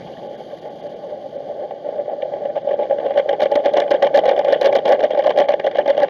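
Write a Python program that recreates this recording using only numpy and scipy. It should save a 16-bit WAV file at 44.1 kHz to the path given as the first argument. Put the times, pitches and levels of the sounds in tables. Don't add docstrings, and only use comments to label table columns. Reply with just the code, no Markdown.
import sys
import numpy as np
from scipy import signal
from scipy.fft import rfft, irfft, next_fast_len
from scipy.io import wavfile
from scipy.ndimage import uniform_filter1d, map_coordinates

SR = 44100
rng = np.random.default_rng(int(sys.argv[2]) if len(sys.argv) > 2 else 0)


def persist_wave(psi):
    counts = np.round(np.clip(psi, -1, 1) * 32767).astype(np.int16)
    wavfile.write(sys.argv[1], SR, np.atleast_2d(counts).T)


def voltage_ratio(level):
    return 10 ** (np.asarray(level, float) / 20)


N = 268569

# (time [s], spray level [dB], machinery level [dB])
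TUNNEL_LEVELS = [(0, -63.5, -37.5), (.5, -62, -39.5), (1, -65, -39), (2, -67, -41.5), (3.2, -67, -39),
                 (6.09, -66.5, -41.5)]
# (frequency [Hz], density [dB per Hz])
SPRAY_COLOUR = [(200, 6.5), (900, 13), (1100, 10), (2000, -9), (3200, 12.5), (3900, 2.5), (4700, 9),
                (5300, -6.5), (6200, 1), (8500, -7.5), (11200, -3)]
# (frequency [Hz], density [dB per Hz])
MACHINE_COLOUR = [(20, -11.5), (60, -4), (110, 1), (160, 4), (200, -2.5), (350, -13.5), (800, -38)]
# (time [s], drumming level [dB], spatter level [dB])
WASH_LEVELS = [(0.0, -29.5, -41.5), (2.29, -21.5, -60), (4.41, -15, -42), (6.09, -20, -47.5)]
# (frequency [Hz], width [Hz], level [dB])
MOUNT_MODES = [(359, 243, -10.5), (578.3, 69.8, 1), (818.3, 48.4, -10)]
# (frequency [Hz], density [dB per Hz])
SPLASH_COLOUR = [(900, 9), (1400, -2.5), (1680, 1.5), (2100, 0), (3200, 2), (4100, -12), (6000, -11.5),
                 (12000, -57)]
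# (time [s], slap level [dB], splash level [dB])
EARLY_STRIPS = [(0.245, -20, -52), (0.308, -18.5, -61), (0.52, -15.5, -46), (0.763, -23, -56),
                (1.038, -13.5, -51), (1.256, -20.5, -64), (1.362, -22.5, -55.5), (1.401, -14, -54),
                (1.518, -17.5, -58), (1.706, -13.5, -35.5), (1.851, -16, -49.5), (1.885, -10, -43),
                (2.056, -10.5, -39.5), (2.107, -16.5, -48), (2.221, -31, -30), (2.251, -9.5, -62),
                (2.335, -8, -35), (2.453, -9.5, -35), (2.556, -10, -30), (2.689, -59, -39.5),
                (2.83, -19.5, -31), (2.925, -16, -39.5), (2.982, -17.5, -39), (3.062, -12, -29)]
# (start [s], length [s], slap level [dB], splash level [dB])
STRIP_ROWS = [(2.555, 0.033, -13.5, -36.5), (2.67, 0.073, -9.5, -37), (2.78, 0.076, -11.5, -38.5),
              (2.895, 0.046, -8, -41.5), (2.975, .03, -10.5, -34), (3.025, 0.11, -14.5, -37.5),
              (3.145, 0.061, -10, -30.5), (3.28, 0.064, -11, -38), (3.395, 0.04, -4.5, -22),
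              (3.51, 0.1, -10.5, -37), (3.635, 0.058, -9, -30), (3.73, 0.1, -8.5, -31),
              (3.9, 0.056, -8, -28.5), (4.015, 0.055, -8.5, -30.5), (4.14, 0.048, -7, -21.5),
              (4.235, 0.084, -5.5, -24.5), (4.36, 0.047, -10, -25.5), (4.445, 0.13, -7, -31),
              (4.605, 0.079, -7, -23.5), (4.725, 0.058, -2.5, -24), (4.85, 0.088, -2.5, -25),
              (4.99, .07, -10.5, -27), (5.11, 0.094, -11.5, -33.5), (5.22, 0.087, -8, -25.5),
              (5.36, 0.078, -9, -26.5), (5.475, 0.056, -11, -25.5), (5.63, 0.047, -7.5, -28.5),
              (5.74, .065, -22.5, -29), (5.855, 0.06, -5.5, -30.5), (5.965, 0.09, -11, -28.5)]
# (time [s], slap level [dB], splash level [dB])
STRAY_STRIPS = [(2.897, -9.5, -35), (3.175, -7.5, -22), (3.256, -9.5, -45.5), (3.329, -14, -29),
                (3.394, -6.5, -32.5), (3.455, 0, -22), (3.877, -15.5, -30.5), (3.942, -6, -30),
                (4.068, -8, -22), (4.236, -8.5, -32.5), (4.389, -12, -27), (4.446, -11, -19),
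                (4.509, -8.5, -26.5), (4.691, 0.5, -33), (4.724, -27, -25.5), (4.99, -13.5, -31),
                (5.038, 0, -18.5), (5.106, -8, -20), (5.259, 1, -23.5), (5.375, -2, -18.5),
                (5.489, -5.5, -25), (5.536, -3, -25.5), (5.596, -16, -20.5), (5.663, -13, -20),
                (5.712, -22.5, -24), (5.863, -14.5, -36.5), (5.877, -4.5, -18.5), (5.947, -16, -28.5),
                (5.976, -3, -19), (6.08, -23.5, -25.5)]
# (time [s], crack level [dB], slap level [dB], splash level [dB])
HARD_STRIPS = [(3.1864, -35.5, -19.5, -31.5), (3.2895, -42, -11, -22), (3.4316, -26.5, -2, -21.5),
               (3.5161, -32, -1.5, -30), (3.5545, -24.5, -8.5, -17.5), (3.6573, -27.5, 2, -18.5),
               (3.7353, -33.5, -8, -37.5), (3.7693, -33, -2, -14.5), (3.8006, -19.5, -19.5, -21),
               (3.9059, -29, -9, -29.5), (3.912, -31.5, -0.5, -16.5), (4.0252, -27, 2.5, -12.5),
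               (4.146, -26, 5.5, -18), (4.1728, -18.5, -2, -19.5), (4.1876, -39, -1.5, -23.5),
               (4.2906, -23, -7.5, -19), (4.5242, -23, 4.5, -12.5), (4.6121, -21.5, -4, -26.5),
               (4.6573, -19, 0, -15), (4.7523, -27.5, -10, -22), (4.8544, -34, -16, -23.5),
               (4.8896, -25, -10.5, -25.5), (4.9205, -20.5, -6.5, -12.5), (5.1899, -33.5, -5.5, -26.5),
               (5.3035, -38.5, -28.5, -22), (5.386, -25, -6, -25), (5.3995, -32, -16.5, -17),
               (5.7848, -47.5, 0.5, -23), (5.901, -27, -2, -24.5), (6.0303, -29, 1.5, -29)]
# (frequency [Hz], density [dB per Hz])
CRACK_COLOUR = [(2000, -25.5), (4000, 4), (6000, -2.5), (9000, -6), (12000, -6.5)]
TREBLE_GAPS = [.285, .37, .605, .695, .82, .885, .95, 1.375, 1.99, 2.099, 2.505, 2.631, 2.76, 4.7, 5.468]
# (frequency [Hz], gain [dB])
MIC_COLOUR = [(20, -40), (120, -30), (300, -10), (850, 3.5), (1000, -3), (3300, -10), (6500, -22),
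              (8500, -27.5), (11300, -22), (12200, -29.5), (13200, -83)]
# (frequency [Hz], width [Hz])
MIC_NOTCHES = [(950, 337), (1300, 393), (2600, 550), (7790, 2500), (10010, 2500)]

AIR_HZ = 7200
SLAP_LAG_S, SPLASH_LAG_S, CRACK_LAG_S = 0.0053, 0.0029, 0.0017


def unit(x):
    return x / np.sqrt(np.mean(x ** 2) + 1e-20)


def along(points, hz):
    f, v = np.transpose(points)
    return np.interp(np.log(hz + 1), np.log(f + 1), v)


def curves(rows):
    s, *cols = np.transpose(rows)
    return [np.interp(np.arange(N) / SR, s, c) for c in cols]


def wobble(rate):
    knots = rng.standard_normal(int(N * rate / SR) + 4)
    return map_coordinates(knots, [np.arange(N) * rate / SR])


def filtered(x, response):
    m = next_fast_len(N + SR // 2)
    return irfft(rfft(x, m) * response(np.fft.rfftfreq(m, 1 / SR)), m)[..., :N]


def treble(x, corner_hz):
    return filtered(x, lambda hz: 1 - 1 / (1 + (hz / corner_hz) ** 8))


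def noise(spectrum):
    return unit(filtered(rng.standard_normal(N), lambda hz: voltage_ratio(along(spectrum, hz))))


def patchy(x, depth_db):
    z = signal.stft(x, nperseg=256)[2]
    field = uniform_filter1d(rng.standard_normal(z.shape), size=5, axis=0)
    field = uniform_filter1d(field, size=3, axis=1)
    gain = voltage_ratio(2 * depth_db * np.tanh(unit(field) / 2))
    return unit(signal.istft(z * gain, nperseg=256)[1][:N])


def bursts(times, levels_db, lengths, rise, fall):
    env, t = np.zeros(N + SR), np.arange(-SR // 40, SR // 20) / SR
    for s, db, length in zip(times, levels_db, np.clip(lengths, .001, .02)):
        swell = np.exp(-(t / (rise * length)) ** 2)
        decay = np.exp(-(np.abs(t) / (fall * length)) ** 2.07)
        env[round(s * SR):][:len(t)] += voltage_ratio(db) * np.where(t < 0, swell, decay)
    return env[SR // 40 + 1:][:N]


def spray(spray_db):
    top_hz, gone_s, fade_s, loss_db = 11650, 1.85, .12, -4.5
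    flutter_db = .8 * wobble(12) + 1.2 * wobble(150)
    hiss = filtered(noise(SPRAY_COLOUR), lambda hz: hz < top_hz)
    fizz_gain = voltage_ratio(9.0 + .8 * (spray_db - spray_db.max()))
    jets = hiss + (fizz_gain - 1) * treble(hiss, 5600)
    covered = 1 / (1 + np.exp((gone_s - np.arange(N) / SR) / fade_s))
    air = filtered(jets, lambda hz: hz > AIR_HZ)
    jets = jets + (voltage_ratio(loss_db * covered) - 1) * air
    return voltage_ratio(spray_db + 23.5 + flutter_db) * jets


def machinery(machine_db):
    throb_db = 1.2 * wobble(6)
    rumble = filtered(noise(MACHINE_COLOUR), lambda hz: hz < AIR_HZ)
    return voltage_ratio(machine_db + 15.5 + throb_db) * rumble


def far_rows():
    rate, last_s, length_s = 8.15, 2.435, 0.069
    before = np.arange(20) / rate
    slap_db = -19 - 8 * before
    splash_db = -47.5 - 16 * before
    return np.c_[last_s - before, length_s + 0 * before, slap_db, splash_db]


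def strips():
    gap_s, jitter_s = .0125, 0.0061
    row_contact_s, contact_scatter, hard_contact_s = 0.0078, 0.55, 0.0085
    row_splash_s, single_splash_s = .0075, .0065
    scatter_db = 3.5

    def tip_db(db):
        return -62.5 + 2.83 * (db + 25.5)

    start, length, slap_db, splash_db = np.r_[STRIP_ROWS, far_rows()].T[..., None]
    chance = np.tanh(rng.standard_normal((len(start), 10, 4)))
    offset = gap_s * (np.arange(10) + .5) + jitter_s * chance[..., 0]
    edge_db = -6 * (2 * offset / length - 1) ** 4
    splash_db = splash_db + edge_db + scatter_db * chance[..., 1]
    slap_db = slap_db + edge_db + scatter_db * chance[..., 2]
    contact = row_contact_s * np.exp(contact_scatter * chance[..., 3])
    rows = [start + offset, slap_db, contact, splash_db, row_splash_s + 0 * offset, tip_db(splash_db)]

    s, crack, slap, splash = np.transpose(HARD_STRIPS)
    hard = [s, slap + 1, hard_contact_s + 0 * s, splash + 1, single_splash_s + 0 * s, crack - 25]

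    early = EARLY_STRIPS + np.r_[0, -5, -3]
    stray = STRAY_STRIPS + np.r_[0, -2, -5.5]
    s, slap, splash = np.r_[early, stray].T
    single = [s, slap, hard_contact_s + 0 * s, splash, single_splash_s + 0 * s, tip_db(splash)]
    return [np.r_[a.ravel(), b, c] for a, b, c in zip(rows, hard, single)]


def turning(s, level_db, contact):
    busy = bursts(s, level_db, 2 * contact, rise=1.0, fall=0.27)
    return .35 + busy / (uniform_filter1d(busy, size=SR // 3) + .05)


def mount(f):
    modes = 0
    for k, (c, w, db) in enumerate(MOUNT_MODES):
        resonance = 1j * f * w / (c * c - f * f + 1j * f * w)
        modes = modes + (-1) ** k * voltage_ratio(db) * resonance * f / c
    return modes / (1 + 1j * f / 1500) ** 3


def brush(drum_db, s, level_db, contact):
    phase = 2 * np.pi * np.cumsum(578 + 45 * wobble(70)) / SR
    rub = noise([(250, -27.5), (400, -5), (680, -4.5), (820, 5.5), (1300, -43.5)])
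    judder = np.sin(phase) + 0.81 * rub
    force_db = level_db + 10 + 8 * np.log10(0.0041 / contact)
    push = bursts(s - .0025, force_db, 0.88 * contact, rise=0.45, fall=0.28) * judder
    drops = rng.standard_normal(N) * voltage_ratio(3.33 * wobble(30))
    drumming = voltage_ratio(drum_db - 3.5) * unit(filtered(drops, mount))
    return filtered(push, mount) + drumming


def wet_glass(hz):
    sizzle = voltage_ratio(-6.5) * np.exp(-((hz - 3330) / 380) ** 2)
    return (1 + sizzle) / (1 + (hz / 4200) ** 4)


def water(spatter_db, s, level_db, lengths):
    thrown = bursts(s, level_db + 11.5, lengths, rise=0.48, fall=0.65)
    grains = patchy(noise(SPLASH_COLOUR), depth_db=3.0)
    treble_gain = (thrown / voltage_ratio(-14.5)) ** 0.45
    splash = thrown * (grains + (treble_gain - 1) * treble(grains, 4000))
    sheet_s, sheet_db = .013, -3
    runoff = np.exp(-np.arange(SR // 8) / (sheet_s * SR)) / (sheet_s * SR)
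    running = signal.fftconvolve(thrown, runoff)[:N]
    bed = voltage_ratio(spatter_db + 5.5 + 2.5 * np.tanh(wobble(70))) + voltage_ratio(sheet_db) * running
    spatter = bed * filtered(patchy(noise(SPLASH_COLOUR), depth_db=7.5), wet_glass)
    flicker = voltage_ratio(4.5 * np.tanh(0.86 * wobble(400)))
    return flicker * (splash + spatter)


def cracks(s, level_db):
    snap = bursts(s, level_db + 40, np.full(len(s), .004), rise=0.38, fall=0.38)
    return snap * noise(CRACK_COLOUR)


def scene():
    spray_db, machine_db = curves(TUNNEL_LEVELS)
    drum_db, spatter_db = curves(WASH_LEVELS)
    s, slap_db, contact, splash_db, splash_s, crack_db = strips()
    reach = np.clip(np.arange(N) / SR / 2.6, 0, 1) ** 2
    busy_db = 20 * np.log10(turning(s + SLAP_LAG_S, slap_db, contact)) * reach
    tunnel = spray(spray_db) + machinery(machine_db)
    slaps = brush(drum_db + 0.12 * busy_db, s + SLAP_LAG_S, slap_db, contact)
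    splashes = water(spatter_db + 0.69 * busy_db, s + SPLASH_LAG_S, splash_db, splash_s)
    return (tunnel + slaps + splashes + cracks(s + CRACK_LAG_S, crack_db))[None]


def overload(x):
    ceiling, hardness = 0.67, 8
    return x / (1 + np.abs(x / ceiling) ** hardness) ** (1 / hardness)


def microphone(f):
    notches = [(c * c - f * f) / (c * c - f * f + 1j * f * w) for c, w in MIC_NOTCHES]
    return voltage_ratio(along(MIC_COLOUR, f)) * np.prod(notches, axis=0)


def dropouts(x):
    gap_s, gap_db, gap_hz = .008, -11, 4000
    t = np.arange(N) / SR
    dip = sum(np.exp(-((t - s) / gap_s) ** 4) for s in TREBLE_GAPS)
    return x + (voltage_ratio(gap_db * dip) - 1) * filtered(x, lambda hz: hz > gap_hz)


def low_pass(x):
    return signal.sosfilt(signal.butter(12, 13280, fs=SR, output="sos"), x)


def record(dry):
    ending = np.clip((N - np.arange(N)) / 200, 0, 1)
    heard = filtered(overload(dry) * ending, microphone)
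    return low_pass(dropouts(heard))


dry = scene()
out = record(dry)
persist_wave(out)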